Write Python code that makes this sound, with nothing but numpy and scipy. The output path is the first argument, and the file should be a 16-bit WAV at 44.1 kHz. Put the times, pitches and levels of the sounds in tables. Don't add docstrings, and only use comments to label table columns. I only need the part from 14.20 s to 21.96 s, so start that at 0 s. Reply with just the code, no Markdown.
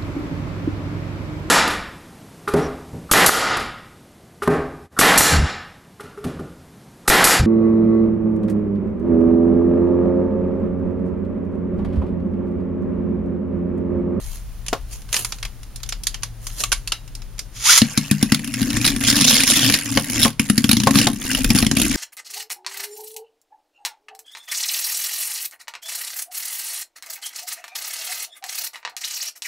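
import sys
import numpy as np
from scipy import signal
from scipy.fft import rfft, irfft, next_fast_len
from scipy.io import wavfile
from scipy.ndimage import uniform_filter1d

SR = 44100
rng = np.random.default_rng(int(sys.argv[2]) if len(sys.argv) > 2 else 0)


def wrap_up_sound(samples):
    columns = np.atleast_2d(samples).T
    tamed = np.clip(columns, -1, 1)
    steps = np.round(tamed * 32767).astype(np.int16)
    wavfile.write(sys.argv[1], SR, steps)


N = 342216
TIME = np.arange(N) / SR
FFT_SIZE = next_fast_len(N + SR // 2)
BIN_HZ = np.maximum(np.arange(FFT_SIZE // 2 + 1) * SR / FFT_SIZE, 1)

# pitch_hz, struck_db, under_running_tip_db, t60_s
FLOOR_MODES = [(114.2, -31, -2.5, 0.15), (127, -18, -9, 0.17), (149.8, -19, -42, 0.35),
               (171, -49.5, -35, 0.22), (206.6, -13.5, -11, 0.18), (229, -3.5, -2, 0.1),
               (262.2, -13.5, 7.5, 0.11), (287, -64, -2.5, 0.19), (310, -66, -2.5, 0.13)]
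# pitch_hz, width_hz, level_db
TIP_RESONANCES = [(484, 21, 10.5), (1137, 20, -1.5), (5270, 220, -7.5), (10650, 570, 4)]


def from_db(db):
    return 10 ** (np.asarray(db) / 20)


def unit_rms(x):
    return x / np.sqrt(np.mean(x ** 2) + 1e-20)


def fader(rows, column=1, fade_db_per_s=600):
    time_s, db = np.array(rows)[:, 0], np.array(rows)[:, column]
    outside_s = np.maximum(np.maximum(time_s[0] - TIME, TIME - time_s[-1]), 0)
    return from_db(np.interp(TIME, time_s, db) - np.minimum(fade_db_per_s * outside_s, 100))


def swells(rows, attack_db_per_s, release_db_per_s):
    gain = np.zeros(N)
    for start_s, length_s, db in rows:
        attack_db = attack_db_per_s * np.maximum(start_s - TIME, 0)
        release_db = release_db_per_s * np.maximum(TIME - start_s - length_s, 0)
        gain += from_db(db - np.minimum(attack_db + release_db, 120))
    return gain


def drift(rate_hz):
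    knots = rng.standard_normal(8192)
    return unit_rms(np.interp(TIME * rate_hz, np.arange(len(knots)), knots))


def eq_curve(points):
    hz, db = np.transpose(points)
    return from_db(np.interp(np.log(BIN_HZ), np.log(hz), db))


def equalise(x, response):
    return irfft(rfft(x, FFT_SIZE) * response, FFT_SIZE)[..., :N]


def colour(x, points, resonances=()):
    peaks = sum(from_db(db) / (1 + (2 * (BIN_HZ - hz) / width) ** 2) for hz, width, db in resonances)
    gain = unit_rms(eq_curve(points) * (1 + peaks))
    cepstrum = irfft(np.log(gain), FFT_SIZE)
    cepstrum[1:FFT_SIZE // 2] *= 2
    cepstrum[FFT_SIZE // 2 + 1:] = 0
    return equalise(x, np.exp(rfft(cepstrum)))


def butter(x, hz, kind, order=2):
    return signal.sosfilt(signal.butter(order, hz, kind, fs=SR, output="sos"), x + 1e-18)


def stereo(mid_side):
    # frequency_hz, side_against_mid_db
    width = [(100, -7.5), (1000, -9.5), (2500, -11.5), (5000, -3.5), (7000, -1), (10000, 0.5),
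             (16000, -2.5)]
    mid, side = mid_side[0], equalise(mid_side[1], eq_curve(width))
    return np.array([mid + side, mid - side])


def ring(force, hz, t60_s):
    radius, angle = 10 ** (-3 / (t60_s * SR)), 2 * np.pi * hz / SR
    return signal.lfilter([0, np.sin(angle)], [1, -2 * radius * np.cos(angle), radius ** 2], force + 1e-18)


def strike(times_s, levels_db, modes, scatter_db):
    out = np.zeros(N)
    for hz, db, t60_s in modes:
        force = np.zeros(N)
        uneven_db = scatter_db * rng.standard_normal(len(times_s))
        force[(times_s * SR).astype(int)] = from_db(levels_db + db + uneven_db)
        out += ring(force, hz, t60_s)
    return out


def dense_ring(t60_s, samples=6000):
    return rng.standard_normal((2, samples)) * 10 ** (-3 * np.arange(samples) / SR / t60_s)


def cracks(times_s, levels_db, t60_s, rise_s):
    out = np.zeros((2, N))
    for start_s, db in zip(times_s, levels_db):
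        at = int(start_s * SR)
        burst = (dense_ring(t60_s) + from_db(-15) * dense_ring(3.3 * t60_s))[:, :N - at]
        age_s = np.arange(burst.shape[1]) / SR
        out[:, at:at + len(age_s)] += from_db(db) * burst * (1 - np.exp(-age_s / rise_s))
    return out


def friction(slips_per_s, spread_db, t60_s, spots=5):
    sizes = from_db(spread_db * np.minimum(rng.exponential(1, N), 3.5)) * rng.choice([-1, 1], N)
    slips = sizes * (rng.random(N) < slips_per_s / SR)
    spot = rng.integers(0, spots, N)
    out = np.zeros((2, N))
    for k in range(spots):
        spot_ring = dense_ring(t60_s, samples=1500)
        out += signal.oaconvolve((slips * (spot == k))[None], spot_ring, axes=1)[:, :N]
    return unit_rms(out)


def moving_contact(x, depth_db, rate_hz, bands=20):
    band_position = np.interp(np.log(BIN_HZ), np.log([700, 14000]), [0, bands - 1])
    spectrum = rfft(x, FFT_SIZE)
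    out = np.zeros((2, N))
    for k in range(bands):
        band = irfft(spectrum * np.maximum(1 - np.abs(band_position - k), 0), FFT_SIZE)[:, :N]
        out += band * unit_rms(from_db(depth_db * np.clip(drift(rate_hz), -2, 2)))
    return out


def room_tone():
    # frequency_hz, level_db
    hiss_eq = [(53, -17), (90, -19), (125, -1), (368, -16), (6300, -29), (8000, -31), (10100, -28),
               (16000, -42)]
    rumble_eq = [(20, -13.5), (33, 7.5), (45, 1), (100, -21.5), (200, -47.5)]
    # time_s, level_db
    rumble_curve = [(0, -32), (3.3, -37.5), (3.8, -50), (4.7, -34), (5.6, -51), (7.1, -43), (7.28, -25),
                    (7.5, -35), (7.76, -32)]
    hiss = from_db(-49) * stereo(colour(rng.standard_normal((2, N)), hiss_eq))
    rumble = fader(rumble_curve) * stereo(colour(rng.standard_normal((2, N)), rumble_eq))
    hum = from_db(-45.5) * unit_rms(ring(rng.standard_normal(N), hz=113.4, t60_s=0.36))
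    return hiss + rumble + hum


def handling():
    # start_s, level_db, treble_against_mids_db
    latches = [(0.4633, -19, 1), (0.4824, -14, 4.5), (0.9274, -7, -0.5), (0.9422, -5, -6),
               (0.9646, -6.5, 1.5), (1.047, -8, -0.5), (1.1218, -13, -7.5), (1.2273, -14.5, -10),
               (1.2503, -14.5, -9), (1.559, -23, 10), (1.6316, -17, 4), (1.6898, -14.5, 5),
               (1.723, -12, -8), (1.8347, -21, 13), (1.8689, -4.5, 3.5), (1.943, -13, -7),
               (2.0325, -9.5, -4), (2.2676, -15, 4), (2.4031, -10.5, -1), (2.4366, -3.5, -2.5),
               (2.518, -1.5, -3.5), (2.5256, -1.5, -3), (2.6744, -12, 3.5), (2.72, -3.5, -6),
               (2.9508, -22.5, 8.5), (3.1907, -13, 2.5), (3.5767, 5, 5.5)]
    # start_s, length_s, level_db
    strokes = [(0, 0.17, -37.5), (.725, 0.0075, -31), (.94, 0.057, -22), (1.06, 0.12, -45.5),
               (2.23, 0.11, -39), (2.39, 0.025, -26), (2.54, 0.039, -43)]
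    # frequency_hz, level_db
    click_eq = [(300, -14.5), (600, -11.5), (1150, -2), (1780, -2.5), (2700, 1), (5700, 2), (7300, 2),
                (8500, -3.5), (10500, -1.5), (13000, -11), (16000, -28)]
    rub_eq = [(300, -7.5), (2800, -5), (5500, 0), (10500, 1), (16000, -13)]
    # start_s, level_db
    clinks = [(2.722, -37), (3.578, -32)]
    # pitch_hz, level_db, t60_s
    metal_modes = [(3117, -8, .2), (3865, 0, .22), (3990, -5, .16), (4390, -5, .14)]
    start_s, db, bright_db = np.vstack([latches, loose_ticks()]).T
    mids = cracks(start_s, db - bright_db / 2, t60_s=0.038, rise_s=0.00054)
    treble = cracks(start_s, db + bright_db / 2, t60_s=0.038, rise_s=0.00054)
    snaps = butter(mids, [250, 4200], "band") - butter(treble, 3900, "high")
    clicks = from_db(-7.5) * colour(snaps, click_eq)
    sliding = colour(friction(slips_per_s=2200, spread_db=3.5, t60_s=0.016), rub_eq)
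    rubs = from_db(-4.5) * swells(strokes, attack_db_per_s=598, release_db_per_s=237) * sliding
    plastic = moving_contact(clicks + rubs, depth_db=2.8, rate_hz=50)
    return stereo(plastic) + strike(*np.transpose(clinks), metal_modes, scatter_db=1)


def wall_knocks():
    # start_s, level_db
    knocks = [(0.529, -2.5), (5.772, -3), (6.056, -3.5), (6.671, 3), (6.869, -2.5), (7.307, -16),
              (7.428, -18), (7.513, -16.5)]
    # frequency_hz, level_db
    clack_eq = [(200, -10), (350, -1), (1150, 0), (2000, -11), (6000, -16), (16000, -32)]
    # pitch_hz, level_db, t60_s
    wall_modes = [(323, -8, .07), (450, -7, .06), (550, -4, .08), (705, -2, .08), (825, -1, .07),
                  (1070, 0, .07)]
    start_s, db = np.transpose(knocks)
    clack = colour(cracks(start_s, db - 7.5, t60_s=0.044, rise_s=0.001), clack_eq)
    return stereo(clack) + strike(start_s, db - 16, wall_modes, scatter_db=3.5)


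def loose_ticks(count=14, from_s=0.7, to_s=3.3):
    jitter, size, dullness = rng.random((count, 3)).T
    start_s = from_s + (to_s - from_s) * (np.arange(count) + jitter) / count
    return np.transpose([start_s, -30 + 3 * (2 * size - 1), -10 * dullness])


def launcher():
    # time_s, level_db
    pull = [(3.36, -41), (3.425, -31), (3.46, -18), (3.49, -13), (3.525, -9.5), (3.555, -14), (3.578, -12),
            (3.595, -19), (3.63, -45)]
    # time_s, teeth_per_s, whine_against_rasp_db
    gears = [(3.455, 850, -15), (3.484, 1180, -13), (3.498, 1420, 1), (3.512, 1700, -16), (3.55, 2150, -22),
             (3.57, 2400, -25)]
    # frequency_hz, level_db
    rasp_eq = [(800, -14), (1380, -5.5), (3400, -2.5), (6600, -1), (8500, -8.5), (10400, -5.5),
               (16000, -25)]
    time_s, teeth_per_s, _ = np.transpose(gears)
    mesh_hz = np.interp(TIME, time_s, teeth_per_s) * (1 + 0.028 * drift(400))
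    phase = 2 * np.pi * np.cumsum(mesh_hz) / SR
    whine = (np.sin(phase) + .3 * np.sin(2 * phase)) * from_db(2 * drift(300))
    slips = friction(slips_per_s=4300, spread_db=4, t60_s=0.018) * (1 + .5 * np.cos(phase))
    rasp = butter(colour(slips, rasp_eq), 850, "high")
    return fader(pull) * (stereo(rasp) + fader(gears, column=2) * whine)


def rebounds():
    # start_s, first_flight_s, flight_share_kept, flight_lost_s, landings, hard_landings
    runs = [(3.617, .1582, .991, .0203, 8, 5), (6.1952, .1031, .746, -.0032, 5, 5),
            (6.568, .0325, 1.05, 0, 5, 5), (7.4251, .0402, 1.18, 0, 4, 4)]
    # tick_db, thump_db
    strengths = [(-5, -5), (-5, -7.5), (-9, -10.5), (-8, -12)]
    rows = []
    for (start_s, flight_s, kept, lost_s, count, hard), (tick_db, thump_db) in zip(runs, strengths):
        for k in range(count):
            settled = k >= hard
            rows.append((start_s, tick_db - 14.5 * settled, thump_db - 19.5 * settled))
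            start_s += flight_s
            flight_s = flight_s * kept - lost_s
    return np.array(rows)


def landings(scrape, drumming):
    # start_s, tick_db, thump_db
    jolts = [(4.145, -7, -51), (4.4151, -15, -14), (4.5703, -14.5, -12), (4.6503, -6.5, -26),
             (5.018, -12, -13), (5.4981, -3.5, -18), (5.5397, -5, -40), (5.7727, -4, -10.5),
             (6.0506, -9, -11), (6.5129, -1, -20), (6.5299, -6.5, -13), (6.755, -3.5, -8.5),
             (6.787, -5, -12), (6.8695, -5.5, -15), (7.1485, -6.5, -22), (7.244, -5.5, -15.5),
             (7.303, -4.5, -7), (7.3484, -10.5, -4), (7.6163, -7, -27)]
    # frequency_hz, level_db
    tick_eq = [(300, -9.5), (1000, -4.5), (1800, 3), (3200, 4.5), (5500, 1), (8500, -4.5), (10500, -2.5),
               (12500, -9.5), (16000, -17.5)]
    start_s, tick_db, thump_db = np.vstack([rebounds(), jolts, chatter(scrape, drumming)]).T
    contacts = cracks(start_s, tick_db, t60_s=0.025, rise_s=0.00057)
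    ticks = from_db(-1) * colour(contacts, tick_eq, TIP_RESONANCES)
    struck_modes = [(hz, db, t60_s) for hz, db, _, t60_s in FLOOR_MODES]
    floor = strike(start_s, thump_db + 3, struck_modes, scatter_db=3.5)
    boom = butter(butter(floor, 350, "low", order=6), 95, "high")
    return stereo(moving_contact(ticks, depth_db=4, rate_hz=45)) + boom


def tip_load(leap_from_s=6.065, leap_to_s=6.195):
    # time_s, scrape_db, drumming_db
    laps = [(3.63, -35, -46), (4.25, -41, -34), (4.42, -31, -21.5), (4.78, -37, -23.5), (5.03, -16, -19),
            (5.27, -17.5, -26), (5.48, -19.5, -17), (5.63, -31.5, -37.5), (5.74, -32.5, -18.5),
            (5.86, -37, -34), (6.0, -22, -19.5), (6.25, -44, -36.5), (6.68, -43, -20), (6.88, -51, -19.5),
            (6.98, -45.5, -34), (7.11, -26, -25), (7.32, -39.5, -21), (7.5, -54, -24.5),
            (7.58, -23.5, -19.5), (7.76, -28.5, -21.5)]
    # start_s, length_s, scrape_db
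    skids = [(4.555, 0.008, -32), (4.66, 0.019, -18), (4.85, 0.058, -20), (6.036, 0.014, -18),
             (6.765, 0.076, -19.5), (7.37, 0.016, -19)]
    aloft_s = np.maximum(TIME - leap_from_s, 0) * (TIME < leap_to_s)
    touching = from_db(-550 * aloft_s)
    scrape = fader(laps) + swells(skids, attack_db_per_s=576, release_db_per_s=441)
    return scrape * touching, fader(laps, column=2) * np.sqrt(touching)


def running_tip(scrape, drumming):
    # frequency_hz, level_db
    scrape_eq = [(300, -18), (600, 0.5), (1200, -2), (1800, -3), (2600, 3.5), (4000, 0), (6800, 3),
                 (8500, -11), (10500, -9), (12500, -5), (16000, -25)]
    grind_eq = [(600, -22), (2000, -6), (3400, 0.5), (5300, 0), (8500, -8), (10500, -11), (16000, -22)]
    spin_hz = np.interp(TIME, [3.6, 7.8], [105, 64]) * (1 + .05 * drift(30))
    turns = np.cumsum(spin_hz) / SR
    wobble = unit_rms(from_db(2.2 * np.cos(2 * np.pi * turns) + 2.9 * drift(80)))
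    pressure = np.clip(scrape / from_db(-16), 0, 1)
    light_slips = friction(slips_per_s=3000, spread_db=6, t60_s=0.0069, spots=8) * wobble
    hard_slips = friction(slips_per_s=5000, spread_db=6, t60_s=0.0044, spots=8) * wobble
    light = from_db(-1.5) * colour(light_slips, scrape_eq, TIP_RESONANCES)
    light += from_db(-3) * squeaks() / (1 + pressure ** 2)
    grind = from_db(2) * colour(hard_slips, grind_eq, TIP_RESONANCES)
    contact = scrape * (light / (1 + pressure) + pressure * grind)
    whirr = contact + spin_rattle(turns, scrape)
    floor = from_db(-2.5) * drumming * floor_drumming(wobble)
    return stereo(moving_contact(whirr, depth_db=3.5, rate_hz=60)) + floor


def squeaks(catches_per_s=520, spots=16):
    catches = rng.standard_normal(N) * (rng.random(N) < catches_per_s / SR)
    spot = rng.integers(0, spots, N)
    pitches_hz = np.geomspace(1550, 2900, spots)
    return unit_rms(sum(ring(catches * (spot == k), hz, t60_s=.036) for k, hz in enumerate(pitches_hz)))


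def spin_rattle(turns, scrape):
    # frequency_hz, level_db
    rattle_eq = [(2000, -21), (6800, 6.5), (10700, 1.5), (16000, -7.5)]
    bursts = rng.standard_normal((2, N)) * np.exp(-5 * (turns % 1))
    drive = scrape / (scrape + from_db(-31))
    tilt = np.interp(TIME, [4.1, 6.2], [.35, 1])
    return from_db(-15.5) * drive * tilt * colour(bursts, rattle_eq, TIP_RESONANCES)


def floor_drumming(wobble, bumps_per_s=600):
    bumps = rng.standard_normal(N) * (rng.random(N) < bumps_per_s / SR) * wobble
    floor = np.zeros(N)
    for k, (hz, _, db, t60_s) in enumerate(FLOOR_MODES):
        floor += (-1) ** k * from_db(db + 5.55 * drift(9)) * ring(bumps, hz, t60_s)
    floor = butter(floor, 346, "low")
    return floor / np.sqrt(uniform_filter1d(floor ** 2, size=3000) + 1e-9)


def chatter(scrape, drumming, from_s=4.3, gap_s=0.042, scatter_db=2, count=120):
    gap_jitter, tick_jitter, thump_jitter = rng.standard_normal((count, 3)).T
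    start_s = from_s + np.cumsum(gap_s * np.exp(.4 * gap_jitter))
    scrape_db, drumming_db = (20 * np.log10(np.interp(start_s, TIME, g)) for g in (scrape, drumming))
    tick_db = 2.5 + 0.58 * scrape_db + scatter_db * tick_jitter
    thump_db = drumming_db + scatter_db * thump_jitter
    return np.transpose([start_s, tick_db, thump_db])[start_s < TIME[-1]]


def bass_swell():
    # start_s, length_s, level_db
    surge = [(7.26, 0.26, -31)]
    deep = unit_rms(butter(rng.standard_normal(N), [55, 117], "band"))
    return swells(surge, attack_db_per_s=300, release_db_per_s=35) * deep


def room_reverb(x, wet_db=-15, t60_s=0.18, predelay_s=0.006):
    tail = dense_ring(t60_s, samples=20000)
    tail[:, :int(predelay_s * SR)] = 0
    tail /= np.sqrt(np.sum(tail ** 2, axis=1, keepdims=True))
    send = butter(x.mean(axis=0), 215, "high")
    echo = signal.oaconvolve(send[None], tail, axes=1)[:, :N]
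    return x + from_db(wet_db) * stereo(echo)


def scene():
    # frequency_hz, left_minus_right_db
    balance = [(40, 4.5), (200, 5), (1200, 1.5), (3500, 0), (6800, -3), (10000, -3), (12500, -0.5)]
    load = tip_load()
    toy = handling() + launcher() + wall_knocks() + running_tip(*load) + landings(*load)
    mix = room_reverb(toy) + room_tone() + bass_swell()
    left_gain = np.sqrt(eq_curve(balance))
    return equalise(mix, np.array([left_gain, 1 / left_gain]))


def record(dry, notch_hz=7880, ceiling=1.05, cutoff_hz=15800):
    notched = signal.lfilter(*signal.iirnotch(notch_hz, Q=13, fs=SR), dry)
    rounded = notched / (1 + (notched / ceiling) ** 4) ** (1 / 4)
    return signal.sosfilt(signal.ellip(10, .2, 70, cutoff_hz, fs=SR, output="sos"), rounded)


dry = scene()
out = record(dry)
wrap_up_sound(out)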